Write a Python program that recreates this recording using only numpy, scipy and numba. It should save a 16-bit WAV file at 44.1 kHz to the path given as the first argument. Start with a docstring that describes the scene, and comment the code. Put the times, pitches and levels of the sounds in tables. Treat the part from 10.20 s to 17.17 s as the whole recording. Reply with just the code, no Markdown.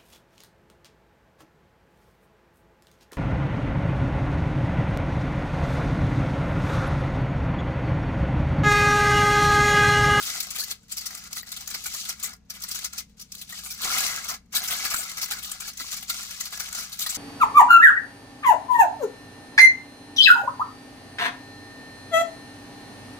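"""Foil folded round a dish

Two hands fold and press thin metal foil round a dish on a plastic board, close to a phone on a kitchen counter.
Creases buckle as showers of tiny damped rings, and each fold lets go as a short avalanche of them.
Knocks wake the modes of the dish and board underneath; bumps add dull, fast-fading low tones.
An appliance hums over shaped-noise rumble; foil, dish and bumps sound in a small hard room."""
import sys
import numpy as np
from scipy import signal
from scipy.fft import rfft, irfft, next_fast_len
from scipy.io import wavfile
from scipy.ndimage import uniform_filter1d
from numba import njit

SR = 44100
rng = np.random.default_rng(int(sys.argv[2]) if len(sys.argv) > 2 else 0)


def int16_out(signal):
    """Quantize to a 16-bit WAV file."""
    q = np.round(np.clip(np.atleast_2d(signal).T, -1, 1) * 32767)
    wavfile.write(sys.argv[1], SR, q.astype(np.int16))


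def attenuation_scalar(level_db):
    """Turn a level in dB into a linear amplitude multiplier (20 dB per decade)."""
    decades = np.asarray(level_db, float) / 20
    return 10 ** decades


N = 307377  # length in samples

# kitchen rumble, joined on a log-frequency axis: f/Hz, relative level/dB
RUMBLE_COLOUR = [(15, -53), (25, -3.5), (70, -5.5), (123, -7), (200, -6), (285, -15), (317, -28.5),
                 (463, -18), (516, -27.5), (962, -30), (1290, -34), (2690, -35), (5280, -56), (16000, -91)]
# motor tones, before they waver: f/Hz, rms level/dB
HUM_TONES = [(59.5, -63), (182, -65), (213, -68)]
# steady hand work, before lulls and foil colour: t/s, crackle level/dB, dish ring above crackle/dB
HAND_EFFORT = [(0, -31, -9.5), (0.25, -37.5, -9), (0.45, -40, -11), (0.8, -40, -10.5), (1.15, -43.5, -6.5),
               (1.4, -41.5, -8), (1.8, -34.5, -17.5), (2.08, -43.5, -2.5), (2.4, -45.5, -7),
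               (2.55, -36, -10), (2.8, -38.5, -10.5), (3.05, -54, -14), (3.4, -39, -14),
               (3.56, -44.5, -11.5), (3.651, -28, -2), (3.8, -25, -6), (4.1, -40.5, -4), (4.6, -31.5, -4.5),
               (5.25, -41.5, -6.5), (5.7, -35.5, -12.5), (6.5, -37, -8), (6.97, -33, -10)]
# hands ease off or let go to take a new grip: start t/s, length/s, crackle drop/dB (negative lifts it)
GRIP_LULLS = [(0.24, 0.067, 3), (0.527, 0.17, 23), (0.805, 0.048, -3), (1.076, 0.034, 9),
              (1.197, 0.069, 14), (1.43, 0.031, 5.5), (1.929, 0.068, 8.5), (2.116, 0.19, 29),
              (2.665, 0.066, 13), (2.811, 0.17, 21.5), (3.05, 0.081, 6), (3.227, 0.053, 9),
              (4.145, 0.19, 34), (4.906, 0.06, 0.5), (5.345, 0.08, 6.5), (5.491, 0.1, 10.5),
              (5.785, 0.097, 11.5), (6.273, 0.05, 8), (6.638, 0.16, 10)]
# tone of the foil sheet, joined on a log-frequency axis: f/Hz, gain/dB
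FOIL_COLOUR = [(1400, -17), (2400, -1.5), (3500, -1), (4200, 3), (7350, 2), (8350, -0.5), (9560, 0.5),
               (10400, -4), (15100, -0.5), (16200, -19)]
# modes of the wrapped dish on its board: f/Hz, bandwidth/Hz, relative level/dB
DISH_MODES = [(245, 15.4, -21), (454, 103, -21), (763, 66, -9.5), (1145, 126, -3), (1284, 64, -6.5),
              (1401, 60, -2), (1648, 39, -7), (2065, 63.5, 2), (2231, 42, -3.5), (2720, 270, -0.5)]
# clearest folds that let go, before foil colour: t/s, length/s, level/dB, dish ring above fold/dB
CLEAR_FOLDS = [(0.024, 0.023, -29.5, -16), (0.058, 0.023, -34.5, -7.5), (0.201, 0.01, -22.5, -14),
               (0.225, 0.012, -33, -31), (0.303, 0.012, -31, -19.5), (0.3524, 0.021, -31, -5.5),
               (0.38, 0.041, -28, -11), (0.434, 0.011, -29.5, -28), (0.5052, 0.019, -27.5, -16),
               (0.711, 0.0085, -35.5, -17), (0.7184, 0.0099, -27.5, -15), (0.7662, 0.027, -30, -13),
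               (0.856, 0.019, -29, -18.5), (0.947, 0.0074, -32.5, -11.5), (1.1287, 0.0052, -26.5, -19.5),
               (1.1522, 0.047, -32.5, -6.5), (1.268, 0.015, -48, -7), (1.317, 0.01, -29.5, -12),
               (1.361, 0.016, -34, -13), (1.404, 0.011, -36.5, -24), (1.473, 0.009, -29.5, -9.5),
               (1.499, 0.016, -34.5, -5), (1.5407, 0.012, -28.5, -1), (1.6566, 0.018, -29, -8.5),
               (1.736, 0.018, -31.5, -7.5), (1.76, 0.013, -35, -13), (1.887, 0.017, -26.5, -10),
               (2.026, 0.034, -27.5, -11), (2.13, 0.011, -42.5, -2), (2.2982, 0.014, -32, -14),
               (2.3384, 0.028, -43, -9), (2.417, 0.013, -34, -20), (2.4355, 0.0074, -28.5, -31),
               (2.483, 0.014, -33, -24), (2.51, 0.013, -28, -28), (2.546, 0.019, -31, -18),
               (2.643, 0.01, -26, -28.5), (2.7776, 0.017, -29.5, -18), (2.995, 0.012, -40, -16),
               (3.01, 0.019, -39.5, -15), (3.1185, 0.0073, -33.5, -21), (3.15, 0.0038, -31.5, -34),
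               (3.177, 0.028, -43, -16), (3.211, 0.016, -34, -20), (3.291, 0.026, -38, -8.5),
               (3.321, 0.012, -40.5, 0), (3.439, 0.05, -37.5, -7.5), (3.501, 0.031, -32.5, -17),
               (3.605, 0.061, -31, -14.5), (4.0796, 0.034, -28.5, -8.5), (4.324, 0.012, -38.5, -23),
               (4.3464, 0.032, -19.5, -12.5), (4.428, 0.047, -31.5, -24), (4.474, 0.02, -27.5, -10),
               (4.4955, 0.053, -26, -7), (4.647, 0.023, -25.5, -2.5), (4.703, 0.027, -29, -1),
               (4.736, 0.014, -25, -1), (4.758, 0.06, -29, -13.5), (4.893, 0.0076, -32.5, -24),
               (4.967, 0.027, -33, -3.5), (5.014, 0.034, -26, -10.5), (5.102, 0.032, -27.5, -5),
               (5.223, 0.051, -34, -16), (5.3133, 0.0087, -27, -11.5), (5.4, 0.015, -32.5, -7.5),
               (5.4714, 0.028, -36, -2), (5.571, 0.0095, -34, -24), (5.589, 0.041, -34.5, -3.5),
               (5.725, 0.013, -31, -9), (5.764, 0.015, -34, -6), (5.823, 0.014, -34.5, -7),
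               (5.886, 0.008, -37, -9), (5.894, 0.016, -23, -10.5), (6.2043, 0.0095, -25.5, -9.5),
               (6.2524, 0.0089, -33, -28), (6.3244, 0.014, -33, -1), (6.395, 0.016, -27.5, -4.5),
               (6.5475, 0.01, -30.5, -13), (6.575, 0.035, -33, -6.5), (6.624, 0.017, -39, -5),
               (6.7164, 0.03, -35, -11.5), (6.789, 0.013, -27.5, -21.5), (6.8034, 0.04, -28, -14.5),
               (6.861, 0.013, -26.5, -7), (6.89, 0.025, -28, -15.5), (6.944, 0.02, -31, -15)]
# dish and knuckles bump the board: t/s, relative level/dB, f/Hz
BOARD_BUMPS = [(0.387, -46.5, 487), (0.509, -47, 410), (1.888, -61, 730), (3.738, -56, 624),
               (4.511, -39, 715), (4.65, -49.5, 245), (4.791, -39, 681), (5.106, -56, 245),
               (5.609, -41.5, 252)]

RUMBLE_DB = -60  # rms of the part shared by both ports, before balance
EASE_SHARE, REGRIP_SHARE = 0.33, 0.12  # parts of a lull spent fading out and coming back
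CREASES_PER_S = 8000
KNOCK_EVERY = 8  # one ring in this many also knocks the dish
RINGS_PER_FOLD = 160
FOLD_TILT_DB = 4.5  # treble lift per octave above 6 kHz
SMALL_FOLDS_PER_S = 14
SMALL_FOLD_S, SMALL_FOLD_DB, SMALL_DISH_DB = .007, 3, -10  # typical length, level over crackle, ring over fold
TOP_HZ = 15900


def colour(x, points):
    """Shape a spectrum by (Hz, dB) points joined on a log-frequency axis."""
    hz, db = np.transpose(points)
    n = next_fast_len(N)
    f = np.maximum(np.arange(n // 2 + 1) * SR / n, 1)
    gain = attenuation_scalar(np.interp(np.log(f), np.log(hz), db))
    return irfft(rfft(x, n) * gain, n)[..., :N]


def walk(rate):
    """Random levels held 1 / rate s and slewed twice; spread near 1."""
    hold = int(SR / rate)
    steps = np.repeat(rng.standard_normal(N // hold + 1), hold)
    return 1.37 * uniform_filter1d(uniform_filter1d(steps, hold), hold)[:N]


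def kitchen():
    """Steady rumble and wavering motor tones; bass nearly alike at both ports."""
    mid, side = colour(rng.standard_normal((2, N)), RUMBLE_COLOUR)
    side = colour(side, [(100, -18.5), (600, 0), (2500, -17.0)])
    rumble = (mid + side * np.array([[1], [-1]])) * attenuation_scalar(RUMBLE_DB) / np.std(mid)
    t = np.arange(N) / SR
    hum = np.zeros(N)
    for hz, db in HUM_TONES:
        level = np.sqrt(2) * attenuation_scalar(db + 1.4 * walk(13))
        hum += level * np.sin(2 * np.pi * hz * t + 1.31 * walk(7))
    return (rumble + hum) * attenuation_scalar(np.array([[.6], [-.6]]))


@njit
def rings(start, hz, decay, size, n):
    """Damped rings that begin between samples and fall to 1/e in decay seconds."""
    out = np.zeros(n)
    for g in range(len(hz)):
        rate = (2j * np.pi * hz[g] - 1 / decay[g]) / SR
        first = int(np.ceil(start[g]))
        z = size[g] * np.exp(rate * (first - start[g]))
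        turn = np.exp(rate)
        for i in range(max(first, 0), min(n, first + int(5 * decay[g] * SR))):
            out[i] += z.imag
            z *= turn
    return out


def shower(s, hz, decay_ms, db, per_s, tail_db, lag=6.0, lag_spread=2.14, pan_db=3.5, pan_spread_db=3):
    """Rings scaled to rms db before panning; each has its own delay (samples) and balance at the two ports."""
    s, hz, decay_ms, db, per_s = (v.ravel() for v in np.broadcast_arrays(s, hz, decay_ms, db, per_s))
    decay = np.clip(decay_ms, .05, 20) / 1000
    hz = np.clip(hz, 100, .4 * SR)
    delay_draw, pan_draw, sign_draw = rng.standard_normal((len(s), 3)).T
    # a few rings stand well above the rest
    size = attenuation_scalar(tail_db * rng.exponential(size=len(s))) * np.sign(sign_draw)
    # a ring holds size^2 decay / 4 of energy
    size = size * attenuation_scalar(db) / np.sqrt(np.mean(size ** 2 * decay) * per_s / 4)
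    late = lag + lag_spread * delay_draw
    pan = attenuation_scalar((pan_db + pan_spread_db * pan_draw) / 2)
    left = rings(s * SR, hz, decay, size * pan, N)
    right = rings(s * SR + late, hz, decay, size / pan, N)
    return np.array([left, right])


def effort(t):
    """Crackle level and dish ring (dB) at times t; a lull fades the crackle, then brings it back quickly."""
    s, db, dish_db = np.transpose(HAND_EFFORT)
    start, length, drop_db = np.transpose(GRIP_LULLS)[:, :, None]
    x = (t - start) / length
    eased = np.clip(np.minimum(x / EASE_SHARE, (1 - x) / REGRIP_SHARE), 0, 1)
    crackle_db = np.interp(t, s, db) - np.sum(drop_db * eased, axis=0)
    return crackle_db, np.interp(t, s, dish_db)


def crackle():
    """Small creases give way at random, swelling in quick bunches; a lighter touch sounds duller."""
    count = int(CREASES_PER_S * N / SR)
    when, pitch = rng.random((count, 2)).T
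    t, at = when * N / SR, (when * N).astype(int)
    effort_db, dish_db = effort(t)
    db = effort_db + (2.1 * walk(35) + 0.29 * walk(120))[at]
    hz = 2400 + 14000 * pitch
    # treble tilt per octave above 6 kHz, up to one octave
    top_db = (0.14 * (db + 20.5) - 4.5) * np.clip(np.log2(hz / 6000), 0, 1)
    decay_ms = 0.39 + 0.11 * rng.exponential(size=count)
    sheet = shower(t, hz, decay_ms, db + top_db - .3, CREASES_PER_S, 0.5)
    few = slice(None, None, KNOCK_EVERY)
    grip = 0.011 * walk(6)[at]
    favour_db = 1.4 * np.transpose([walk(11)[at[few]] for _ in DISH_MODES])
    ring = dish(t[few], (db + dish_db)[few], CREASES_PER_S / KNOCK_EVERY, grip[few], favour_db)
    return sheet, ring


def dish(s, db, per_s, grip, favour_db):
    """Each knock wakes one mode; the grip of the hands shifts all modes together, the spot favours some."""
    mode = rng.integers(len(DISH_MODES), size=s.shape)
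    hz, width, mode_db = np.transpose(DISH_MODES)[:, mode]
    mode_db = mode_db + np.take_along_axis(favour_db, mode[..., None], axis=-1)[..., 0]
    hz = hz * (1 + grip + 0.02 * rng.standard_normal(s.shape))
    decay_ms = 1000 / (np.pi * width)  # a narrow mode rings longer
    return shower(s, hz, decay_ms, db + mode_db + 3, per_s, 1.4, lag=5.1, lag_spread=3.24, pan_db=1.0)


def small_folds():
    """Lesser folds fall at random within even slots and follow the effort of the hands; rows as in CLEAR_FOLDS."""
    count = int(SMALL_FOLDS_PER_S * N / SR)
    s = (np.arange(count) + rng.random(count)) / SMALL_FOLDS_PER_S
    length_draw, level_draw, dish_draw = rng.standard_normal((count, 3)).T
    length = SMALL_FOLD_S * np.exp(0.36 * length_draw)
    db = effort(s)[0] + SMALL_FOLD_DB + 1.42 * level_draw
    return np.transpose([s, length, db, SMALL_DISH_DB + 4 * dish_draw])


def folds():
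    """An avalanche builds fast, runs for its length and trails off; some rings bunch round that facet's pitch."""
    rows = np.vstack([CLEAR_FOLDS, small_folds()])
    s, length, db, dish_db = rows.T[:, :, None]
    length = np.maximum(length, .003)
    shape = (len(rows), RINGS_PER_FOLD)
    when, kind, pitch = np.moveaxis(rng.random(shape + (3,)), -1, 0)
    detune = rng.standard_normal(shape)
    trail, linger = np.moveaxis(rng.exponential(size=shape + (2,)), -1, 0)
    at = s + length * (.6 * when + .25 * trail)
    # somewhere early in the fold one long crease cracks all at once
    crack = s + .45 * length * when[:, :1] + 0.00052 * trail
    at = np.where(kind > .91, crack, at)
    on_facet = kind < .25
    facet_hz = 3200 * 2.6 ** pitch[:, :1] * np.exp(0.102 * detune)
    hz = np.where(on_facet, facet_hz, 2400 + 14000 * pitch)
    top_db = FOLD_TILT_DB * np.clip(np.log2(hz / 6000), 0, 1)
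    decay_ms = 0.66 + (0.18 + 0.62 * on_facet) * linger
    per_s = RINGS_PER_FOLD / length
    sheet = shower(at, hz, decay_ms, db + top_db - 3.5, per_s, 1.0)
    favour_db = 2.44 * rng.standard_normal((len(rows), 1, len(DISH_MODES)))
    grip = 0.073 * detune[:, :1]
    knock = dish(at[:, ::KNOCK_EVERY], db + dish_db - 2.5, per_s / KNOCK_EVERY, grip, favour_db)
    return sheet, knock


def bumps():
    """Dull low blows on the board: sines that die away within a few cycles."""
    s, db, hz = np.transpose(BOARD_BUMPS)[:, :, None]
    t = np.maximum(np.arange(N) / SR - s, 0)
    blows = attenuation_scalar(db + 2.0) * np.sin(2 * np.pi * hz * t) * np.exp(-t * hz / 3.6)
    return np.sum(blows, axis=0)


def room(x, near_s=0.079, near_db=-7, t60_s=0.19, far_db=-19, damp_hz=6000, notch_hz=310):
    """Quick scatter off counter, hands and dish, then a duller tail from the walls; unrelated left and right."""
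    t = np.arange(SR // 3) / SR
    near_noise, far_noise = rng.standard_normal((2, 2, len(t)))
    near = near_noise * attenuation_scalar(-60 * t / near_s)
    dull = signal.lfilter(*signal.butter(1, damp_hz, fs=SR), far_noise)
    far = dull * attenuation_scalar(-60 * t / t60_s) * (t > .004)
    tail = sum(attenuation_scalar(db) * h / np.sqrt(np.sum(h ** 2) / 2) for h, db in ((near, near_db), (far, far_db)))
    wet = x + signal.fftconvolve(x, tail, axes=1)[:, :N]
    # a room reflection cancels a narrow low band, 70 Hz wide, at the phone
    return signal.lfilter(*signal.iirnotch(notch_hz, notch_hz / 70, SR), wet)


def scene():
    """Foil, dish and bumps share the room over the kitchen's own sound."""
    sheet, ring = crackle()
    fold, knock = folds()
    foil = colour(sheet + fold, FOIL_COLOUR)
    return room(foil + ring + knock + bumps()) + kitchen()


def band_limit(x):
    """A steep low-pass at the top of the band."""
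    return signal.sosfilt(signal.butter(12, 17000, fs=SR, output="sos"), x)


def record(dry):
    """The phone cuts the top with a steep low-pass."""
    low_pass = signal.ellip(8, .2, 60, TOP_HZ, fs=SR, output="sos")
    mix = signal.sosfilt(low_pass, dry)
    return band_limit(mix)


dry = scene()
out = record(dry)
int16_out(out)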